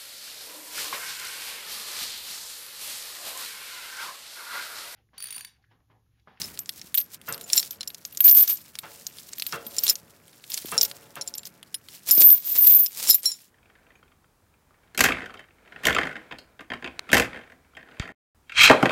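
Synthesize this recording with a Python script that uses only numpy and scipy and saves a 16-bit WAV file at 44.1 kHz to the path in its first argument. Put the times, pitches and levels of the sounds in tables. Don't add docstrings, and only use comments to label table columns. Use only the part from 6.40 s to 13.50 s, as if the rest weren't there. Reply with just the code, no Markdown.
import sys
import numpy as np
from scipy import signal
from scipy.io import wavfile
from scipy.ndimage import uniform_filter1d, minimum_filter1d

SR = 44100
rng = np.random.default_rng(int(sys.argv[2]) if len(sys.argv) > 2 else 0)


def put_to_file(sound):
    columns = np.atleast_2d(sound).T
    safe = np.clip(columns, -1, 1)
    whole_steps = np.round(safe * 32767)
    wavfile.write(sys.argv[1], SR, whole_steps.astype(np.int16))


N = 313098

# frequency in Hz, relative level in dB.
LINK_MODES = [(12910, 0), (13370, -11), (13690, -2), (14500, -1), (14790, -4)]
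# frequency in Hz, relative level in dB.
HOOK_PLANES = [
    [(4118, -9), (5523, 0.5), (7300, -6), (10180, -8.5)],
    [(3865, -18), (5200, -1), (7100, -5), (10430, -5.5)],
]
# frequency in Hz, relative density in dB per Hz.
CRACK_SPECTRUM = [(410, -65.5), (700, -34.5), (5220, -7.5), (11400, -0.5), (13200, -15.5), (14900, -8),
                  (16800, -25.5)]
# frequency in Hz, relative density in dB per Hz.
SCRAPE_SPECTRUM = [(150, -13.5), (500, -10), (1310, -12.5), (4360, -2), (12300, -1.5), (13200, 1),
                   (15800, -3), (16500, -34.5)]
LINK_SPREAD = .0022


def amp(db):
    return 10 ** (np.asarray(db) / 20)


def unit(x):
    return x / np.sqrt(np.mean(x ** 2) + 1e-20)


def curve(rows):
    s, value = np.transpose(rows)
    return np.interp(np.arange(N) / SR, s, value)


def sos_filter(x, order, hz, kind="low"):
    return signal.sosfilt(signal.butter(order, hz, kind, fs=SR, output="sos"), x)


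def colour(x, spectrum):
    hz, db = np.transpose(spectrum)
    grid_hz = np.linspace(0, SR / 2, 1025)
    gain = amp(np.interp(np.log(grid_hz + 1), np.log(hz), db))
    linear = signal.firwin2(2047, grid_hz, gain ** 2, fs=SR)
    taps = signal.minimum_phase(linear, n_fft=2 ** 15)
    taps = taps / np.sqrt(np.sum(taps ** 2))
    return signal.fftconvolve(x, taps)[:len(x)]


def drift(rate):
    knots = rng.standard_normal(int(N / SR * 300) + 2)
    return unit(np.interp(np.arange(N) / SR * rate, np.arange(len(knots)), knots))


def ring(x, hz, t60):
    radius = amp(-60 / (t60 * SR))
    w = 2 * np.pi * hz / SR
    return signal.lfilter([0, np.sin(w)], [1, -2 * radius * np.cos(w), radius ** 2], x + 1e-18)


def grains(per_s, uneven_db):
    sizes = amp(uneven_db * np.minimum(rng.exponential(1, N), 3.5))
    sizes = sizes * rng.choice([-1, 1], N)
    return sizes * (rng.random(N) < per_s / SR)


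def add(out, s, sound):
    i = int(round(s * SR))
    out[i:i + len(sound)] += sound[:N - i]


def struck(t, modes, t60, luck_db):
    hz, db = modes[:, :1], modes[:, 1:] + luck_db[:, None]
    onset = 1 - np.exp(-t / 0.00022)
    fade = amp(-60 * t / np.maximum(t60, .005)) * onset
    return np.sum(fade * amp(db) * np.sin(2 * np.pi * hz * t), axis=0)


def air():
    # frequency in Hz, relative density in dB per Hz.
    air_spectrum = [(20, -10), (65, 6.5), (168, 9.5), (806, -4.5), (1660, -2.5), (2850, -11), (4550, -33),
                    (7700, -120)]
    # time in seconds, level in dB.
    air_level = [(0.0, -47), (0.26, -59), (4.21, -60.5), (4.29, -56.5), (7.1, -67)]
    level_db = curve(air_level) + 0.5 * drift(rate=7.0)
    return amp(level_db) * unit(colour(rng.standard_normal(N), air_spectrum))


def rub_db():
    # hardest moment in seconds, level in dB, swell and fade in seconds.
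    tugs = [(0.0, -38.5, .1, 0.32), (0.59, -35, 0.054, 0.063), (0.746, -42.5, 0.096, 0.037),
            (0.887, -40.5, 0.061, 0.05), (1.193, -33, 0.24, 0.2), (1.89, -23, 0.089, 0.048),
            (1.97, -33, 0.088, 0.35), (2.101, -30.5, 0.06, 0.096), (3.15, -44, 0.54, 0.051),
            (3.503, -33.5, 0.29, 0.077), (4.13, -42.5, 0.062, 0.39), (4.455, -33.5, 0.46, 0.054),
            (5.074, -38, 0.035, 0.0071), (5.555, -42.5, 0.14, 0.094), (5.719, -20.5, 0.062, 0.014),
            (5.821, -22, 0.1, 0.047), (6.29, -29.5, 0.44, 0.27), (6.631, -30, 0.16, 0.054),
            (6.686, -26, 0.067, 0.14), (6.847, -36.5, 0.099, 0.22)]
    # time in seconds, level in dB.
    shifting = [(0, -74), (0.47, -54.5), (0.8, -72), (1.6, -59.5), (2.28, -62), (2.6, -49), (3.2, -59),
                (3.8, -64), (4.6, -55.5), (5.0, -64), (5.35, -68), (7.1, -77)]
    swing_db = 30
    t = np.arange(N) / SR
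    power = amp(2 * curve(shifting))
    for s, db, swell_s, fade_s in tugs:
        near = slice(max(int((s - 2 * swell_s) * SR), 0), int((s + 2 * fade_s) * SR))
        before = (s - t[near]) / max(swell_s, .01)
        after = (t[near] - s) / max(fade_s, .01)
        power[near] += amp(2 * (db - swing_db * np.maximum(before, after)))
    return 10 * np.log10(power)


def scrape(level_db):
    level_db = np.maximum(level_db, -76)
    dull = unit(grains(per_s=500, uneven_db=4.5))
    bright = unit(grains(per_s=500, uneven_db=4.5))
    grit = sos_filter(dull - bright, 2, 5000) + bright
    rub = unit(colour(.8 * grit + rng.standard_normal(N), SCRAPE_SPECTRUM))
    cracks = unit(colour(grit, CRACK_SPECTRUM))
    held_hook = unit(sum(amp(db) * ring(dull, hz, .012) for hz, db in np.vstack(HOOK_PLANES)))
    steel = np.clip((level_db + 34.0) / 25, 0, 1)
    mix = (1 - .6 * steel) * rub + .8 * steel * cracks + amp(-15) * held_hook
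    return amp(level_db + 3.3 * drift(rate=55) + 1.5 * drift(rate=9)) * mix


def faint_ticks(level_db):
    touches = grains(per_s=110, uneven_db=1.0)
    dealt = rng.integers(0, 8, N)
    out = np.zeros(N)
    for k, hz in enumerate(np.geomspace(2300, 11000, 8)):
        out += np.sqrt(hz / 6000) * ring(touches * (dealt == k), hz, 16 / hz)
    return amp(-37.5 + 0.6 * (level_db + 43.5)) * out


def ticks():
    # start in seconds, relative crack level in dB, relative link ring level in dB.
    tick_rows = [(0.017, -9.5, -59), (0.033, -20, -70), (0.175, -21.5, -57), (0.191, -14.5, -21),
                 (0.259, -26, -59), (0.2922, -5.5, -32), (0.395, -27, -60), (0.415, -18.5, -84),
                 (0.5435, -4.5, -18), (0.5498, -8.5, -11.5), (0.5754, -6.5, -13), (0.581, -5, -15),
                 (0.602, -16, -24.5), (0.613, -19, -47), (0.815, -26, -76), (0.886, -24, -28.5),
                 (0.925, -13.5, -34), (0.9374, -19, -53), (0.944, -14, -37), (0.979, -21.5, -45),
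                 (1.012, -17.5, -34), (1.0924, -29, -50), (1.101, -11, -51), (1.1253, -25, -24),
                 (1.1327, -2.5, -63), (1.1629, -23, -20), (1.1722, -9, -16), (1.18, -2, -12.5),
                 (1.2286, -12, -73), (1.308, -17, -26), (1.331, -27, -80), (1.408, -13, -84),
                 (1.431, -15.5, -80), (1.4752, -19, -33), (1.503, -21, -78), (1.5463, -17, -56),
                 (1.651, -14.5, -38), (1.725, -24, -34), (1.7489, -22.5, -46), (1.773, -12, -33),
                 (1.8053, -4, -9.5), (1.843, -9, -24), (1.8588, -6.5, -16), (1.8795, -4, -5),
                 (1.8967, -2.5, -11), (1.912, -2, -0.5), (1.949, -17, -6), (2.0772, -8, -32),
                 (2.172, -24, -45), (2.3543, -17, -72), (2.388, -9, -33), (2.6675, -12, -32),
                 (2.785, -20.5, -72), (2.933, -16.5, -82.5), (2.983, -17.5, -32), (2.998, -10.5, -51.5),
                 (3.0224, -6, -35), (3.066, -9.5, -24.5), (3.1248, -13.5, -71), (3.2662, -17.5, -30),
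                 (3.366, -19, -33), (3.39, -10.5, -27), (3.436, -9.5, -11), (3.467, -4, -35),
                 (3.4952, 0, -11), (3.5554, -13.5, -38), (3.8807, -31, -68), (3.9304, -31.5, -80),
                 (4.04, -22.5, -80), (4.1017, -15, -31), (4.119, -14.5, -74), (4.1424, -8.5, -46),
                 (4.176, -8, -49), (4.221, -21.5, -49), (4.257, -18, -32.5), (4.3166, -16.5, -53),
                 (4.414, -11, -18), (4.4308, -4.5, -10), (4.45, -11.5, -37), (4.514, -14.5, -47.5),
                 (4.756, -20, -48.5), (4.812, -16, -42), (4.876, -26, -38), (4.887, -27, -71),
                 (4.952, -20, -34), (4.982, -17, -48), (4.992, -27, -74), (5.0327, -23.5, -66.5),
                 (5.054, -22, -39.5), (5.229, -20.5, -99), (5.344, -7.5, -36), (5.4863, -20.5, -92),
                 (5.6884, -17, -20), (5.7124, -31, 5), (5.7351, -16, -32), (5.7804, -7.5, -13),
                 (5.822, -5.5, -26), (5.893, -15, -25), (5.902, -2, -1), (5.9224, -23, -25),
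                 (5.9774, -26, -26), (6.0457, -30, -40), (6.2205, -26, -19), (6.268, -25, -8),
                 (6.319, -17, -4), (6.347, -11, -2), (6.463, -18.5, -52), (6.67, -13, -33),
                 (6.698, -13, -8), (6.744, -29, -7.5), (6.8323, -22, -43), (6.858, -31, -23)]
    t, link = np.arange(SR // 5) / SR, np.array(LINK_MODES)
    touch_t = t[:1200]
    cracks, rings = np.zeros(N), np.zeros(N)
    for s, crack_db, link_db in tick_rows:
        noise, rough = rng.standard_normal((2, len(touch_t)))
        envelope = amp(-60 * touch_t / 0.00067) + amp(-10.5 + 1.27 * rough - 60 * touch_t / 0.023)
        touch = envelope * noise
        touch = touch * np.linalg.norm(envelope) / np.linalg.norm(touch)

        knock_hz = np.clip(5000 * np.exp(.35 * rng.standard_normal()), 2000, 12000)
        knock = ring(touch, knock_hz, 6 / knock_hz)
        touch = touch + 1.03 * knock * np.linalg.norm(touch) / np.linalg.norm(knock)

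        dull = np.clip((crack_db - link_db - 21.5) / 40 + 0.3 * rng.standard_normal(), 0, .7)
        crack = signal.lfilter([np.sqrt(1 - dull ** 2)], [1, -dull], touch)
        add(cracks, s, amp(crack_db - 6) * crack)

        pair = np.vstack([link * [1 + LINK_SPREAD * size, 1] for size in rng.standard_normal(2)])
        t60 = 0.12 * (link[0, 0] / pair[:, :1]) ** 5.0
        luck_db = 5.1 * rng.standard_normal(len(pair))
        add(rings, s, amp(link_db - 11.0) * struck(t, pair, t60, luck_db))
    return colour(cracks, CRACK_SPECTRUM) + rings


def blows():
    # start in seconds, relative level in dB, favoured pitch in Hz (nearest mode), its t60 in seconds.
    blow_rows = [(0.041, -18.5, 5170, 0.037), (1.039, -26.5, 7080, 0.054), (1.132, 1.5, 6030, 0.017),
                 (1.1701, -8, 5450, 0.082), (1.178, 4, 7256, 0.026), (1.1952, -6.5, 4200, 0.014),
                 (1.4083, -15.5, 4150, 0.021), (1.476, -11, 5380, 0.022), (3.384, -6, 7370, 0.022),
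                 (3.4801, -1, 4200, 0.0071), (3.49, -5, 5620, 0.041), (3.4978, 4.5, 5250, 0.027),
                 (4.3789, 0, 5580, 0.033), (4.4119, 0, 7550, 0.008), (4.428, -15, 7300, 0.018),
                 (4.451, -7.5, 5520, 0.014), (4.814, -13, 5570, 0.026), (4.8757, -12.5, 7430, 0.02),
                 (4.9395, -14, 5500, 0.017), (4.9773, -22.5, 7320, 0.076), (5.343, -16, 10500, 0.047),
                 (5.71, 2, 7040, 0.03), (5.75, -14.5, 10400, 0.03), (6.4616, -6.5, 5200, 0.017),
                 (6.673, -12.5, 7360, 0.042), (6.692, -5, 5610, 0.05), (6.7033, 0.5, 5210, 0.053),
                 (6.7111, -5.5, 5260, 0.05), (6.7276, -7.5, 5200, 0.072), (6.748, -12, 10300, 0.044),
                 (6.8565, -5, 5505, 0.16), (6.917, -16, 7080, 0.098)]
    t, hook = np.arange(SR // 5) / SR, np.vstack(HOOK_PLANES)
    in_first_plane = np.arange(len(hook)) < len(HOOK_PLANES[0])
    rattle = drift(rate=300)
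    out = np.zeros(N)
    for s, db, loud_hz, t60 in blow_rows:
        force, detune = rng.standard_normal((2, len(hook)))
        k = np.argmin(np.abs(hook[:, 0] - loud_hz))
        grip = np.clip(1.2 - t60 / 0.19, 0, 1)

        other_plane = in_first_plane != in_first_plane[k]
        softness_db = .5 * max(-db - 7.0, 0)
        share_db = hook[:, 1] - softness_db - (18 - 14 * grip) * other_plane + 3 * force
        share_db[k] = 0

        modes = hook * [1, 0] * (1 + 0.012 * grip * detune[:, None])
        mode_t60 = np.full((len(hook), 1), 0.8 * t60)
        modes[k, 0], mode_t60[k] = hook[k, 0], t60
        sound = struck(t, modes, mode_t60, share_db)

        lag = int((.004 + .002 * abs(rng.standard_normal())) * SR)
        sound[lag:] += 0.48 * grip * sound[:-lag]
        near = rattle[int(s * SR):][:len(t)]
        add(out, s, amp(db - 9.5 + 2.7 * grip * near) * sound[:len(near)])
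    return out


def thumps():
    # start in seconds, relative level in dB, pitch in Hz, cycles until 60 dB down.
    thump_rows = [(0.444, -22, 148, 1.66), (1.131, -41, 1100, 4.9), (1.177, -28, 266, 6),
                  (3.263, -38, 223, 24), (3.63, -32, 136, 3.1), (4.247, -24, 330, 3.5),
                  (5.778, -10.5, 304, 2.9), (5.812, -12, 308, 2.7), (5.832, -39, 274, 93),
                  (6.668, -19.5, 1020, 6.4), (6.694, -31, 107, 4.2)]
    t, out = np.arange(SR // 5) / SR, np.zeros(N)
    for s, db, hz, cycles in thump_rows:
        turns = t * hz
        fade = amp(db - 2.0 - 60 * turns / max(cycles, 1))
        add(out, s, fade * np.tanh(3.4 * turns) * np.cos(2 * np.pi * turns))
    out = sos_filter(out, 2, 110, "high")
    return out * amp(3 * drift(rate=220) + 2 * drift(rate=40))


def bangs():
    # start in seconds, relative level in dB, base t60 in seconds (scaled for each part).
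    bang_rows = [(0.877, -32.5, 0.39), (2.43, -38.5, 0.32), (3.124, -29, 0.32), (4.318, -28, 0.26),
                 (4.762, -32.5, 0.19)]
    # frequency in Hz, width in Hz, relative level in dB.
    far_metal = [(464.5, 8.1, 0.5), (570.3, 14, 2.5), (700, 78, 2.5), (861, 10, -2), (1014, 130, -5),
                 (1370, 120, -2), (2714, 25, 5.5), (3270, 60, 1)]
    # frequency in Hz, relative density in dB per Hz.
    wash_spectrum = [(88, -50), (150, 10), (345, -50), (442, -8.5), (1100, 5), (1340, 10.5), (1690, 3.5),
                     (6000, -16), (7800, -24)]
    t, wash, tail = np.arange(SR) / SR, np.zeros(N), np.zeros(N)
    rise = 1 - np.exp(-t / 0.0051)
    for s, db, t60 in bang_rows:
        wash_noise, tail_noise = rng.standard_normal((2, SR))
        add(wash, s, amp(db + 0.5 - 60 * t / (0.68 * t60)) * rise * wash_noise)
        early = amp(db - 0.5 - 60 * t / t60)
        late = amp(db - 11 - 60 * t / (7.65 * t60))
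        add(tail, s, (early + late) * rise * tail_noise)
    tones = np.zeros(N)
    for hz, width_hz, db in far_metal:
        source = wash if hz > 2000 else tail
        tone = ring(source, hz, np.log(1000) / (np.pi * width_hz))
        tones += amp(db - 39.0) * tone * np.sqrt(width_hz / 40)
    trees = sos_filter(tail, 1, [160, 1300], "band")
    return colour(wash, wash_spectrum) + tones + amp(-8) * trees


def runs_db():
    # time in seconds, level in dB.
    runs = [
        [(1.83, -50), (1.848, -10), (2.032, -10.5), (2.068, -46), (2.082, -17), (2.3, -82)],
        [(5.69, -35.5), (5.72, -25), (5.776, -13.5), (5.784, -8), (5.908, -6), (6.04, -49)],
        [(6.048, -29), (6.262, -12), (6.372, -14), (6.444, -17), (6.54, -62)],
    ]
    t = np.arange(N) / SR
    levels = [np.interp(t, *np.transpose(run), left=-120, right=-120) for run in runs]
    return np.max(levels, axis=0)


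def jingle(level_db):
    knocks = grains(per_s=220, uneven_db=2.5)
    dealt = rng.integers(0, 6, N)
    rings = np.zeros(N)
    for k, size in enumerate(1 + LINK_SPREAD * np.linspace(-1.3, 1.3, 6)):
        for hz, db in LINK_MODES:
            hit = knocks * (dealt == k) * rng.standard_normal(N)
            rings += amp(db) * ring(hit, hz * size, t60=.24)
    rings = unit(sos_filter(rings, 5, [12300, 15200], "band"))
    crack_t60_s = .012
    envelope = signal.lfilter([1], [1, -amp(-60 / (crack_t60_s * SR))], np.abs(knocks))
    cracks = unit(colour(envelope * rng.standard_normal(N), SCRAPE_SPECTRUM))
    return amp(level_db) * (amp(-27) * cracks + rings)


def scene():
    drag_db = rub_db()
    chain = scrape(drag_db) + faint_ticks(drag_db) + ticks() + blows() + jingle(runs_db())
    return (air() + chain + thumps() + bangs())[None]


def record(dry):
    ceiling, cutoff_hz = .95, 16900
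    thin = sos_filter(dry, 2, 60, "high")
    gain = np.minimum(1, ceiling / (np.abs(thin) + 1e-9))
    gain = minimum_filter1d(gain, size=441)
    limited = thin * uniform_filter1d(gain, size=221)
    return signal.sosfilt(signal.cheby2(16, 70, cutoff_hz, fs=SR, output="sos"), limited)


dry = scene()
out = record(dry)
put_to_file(out)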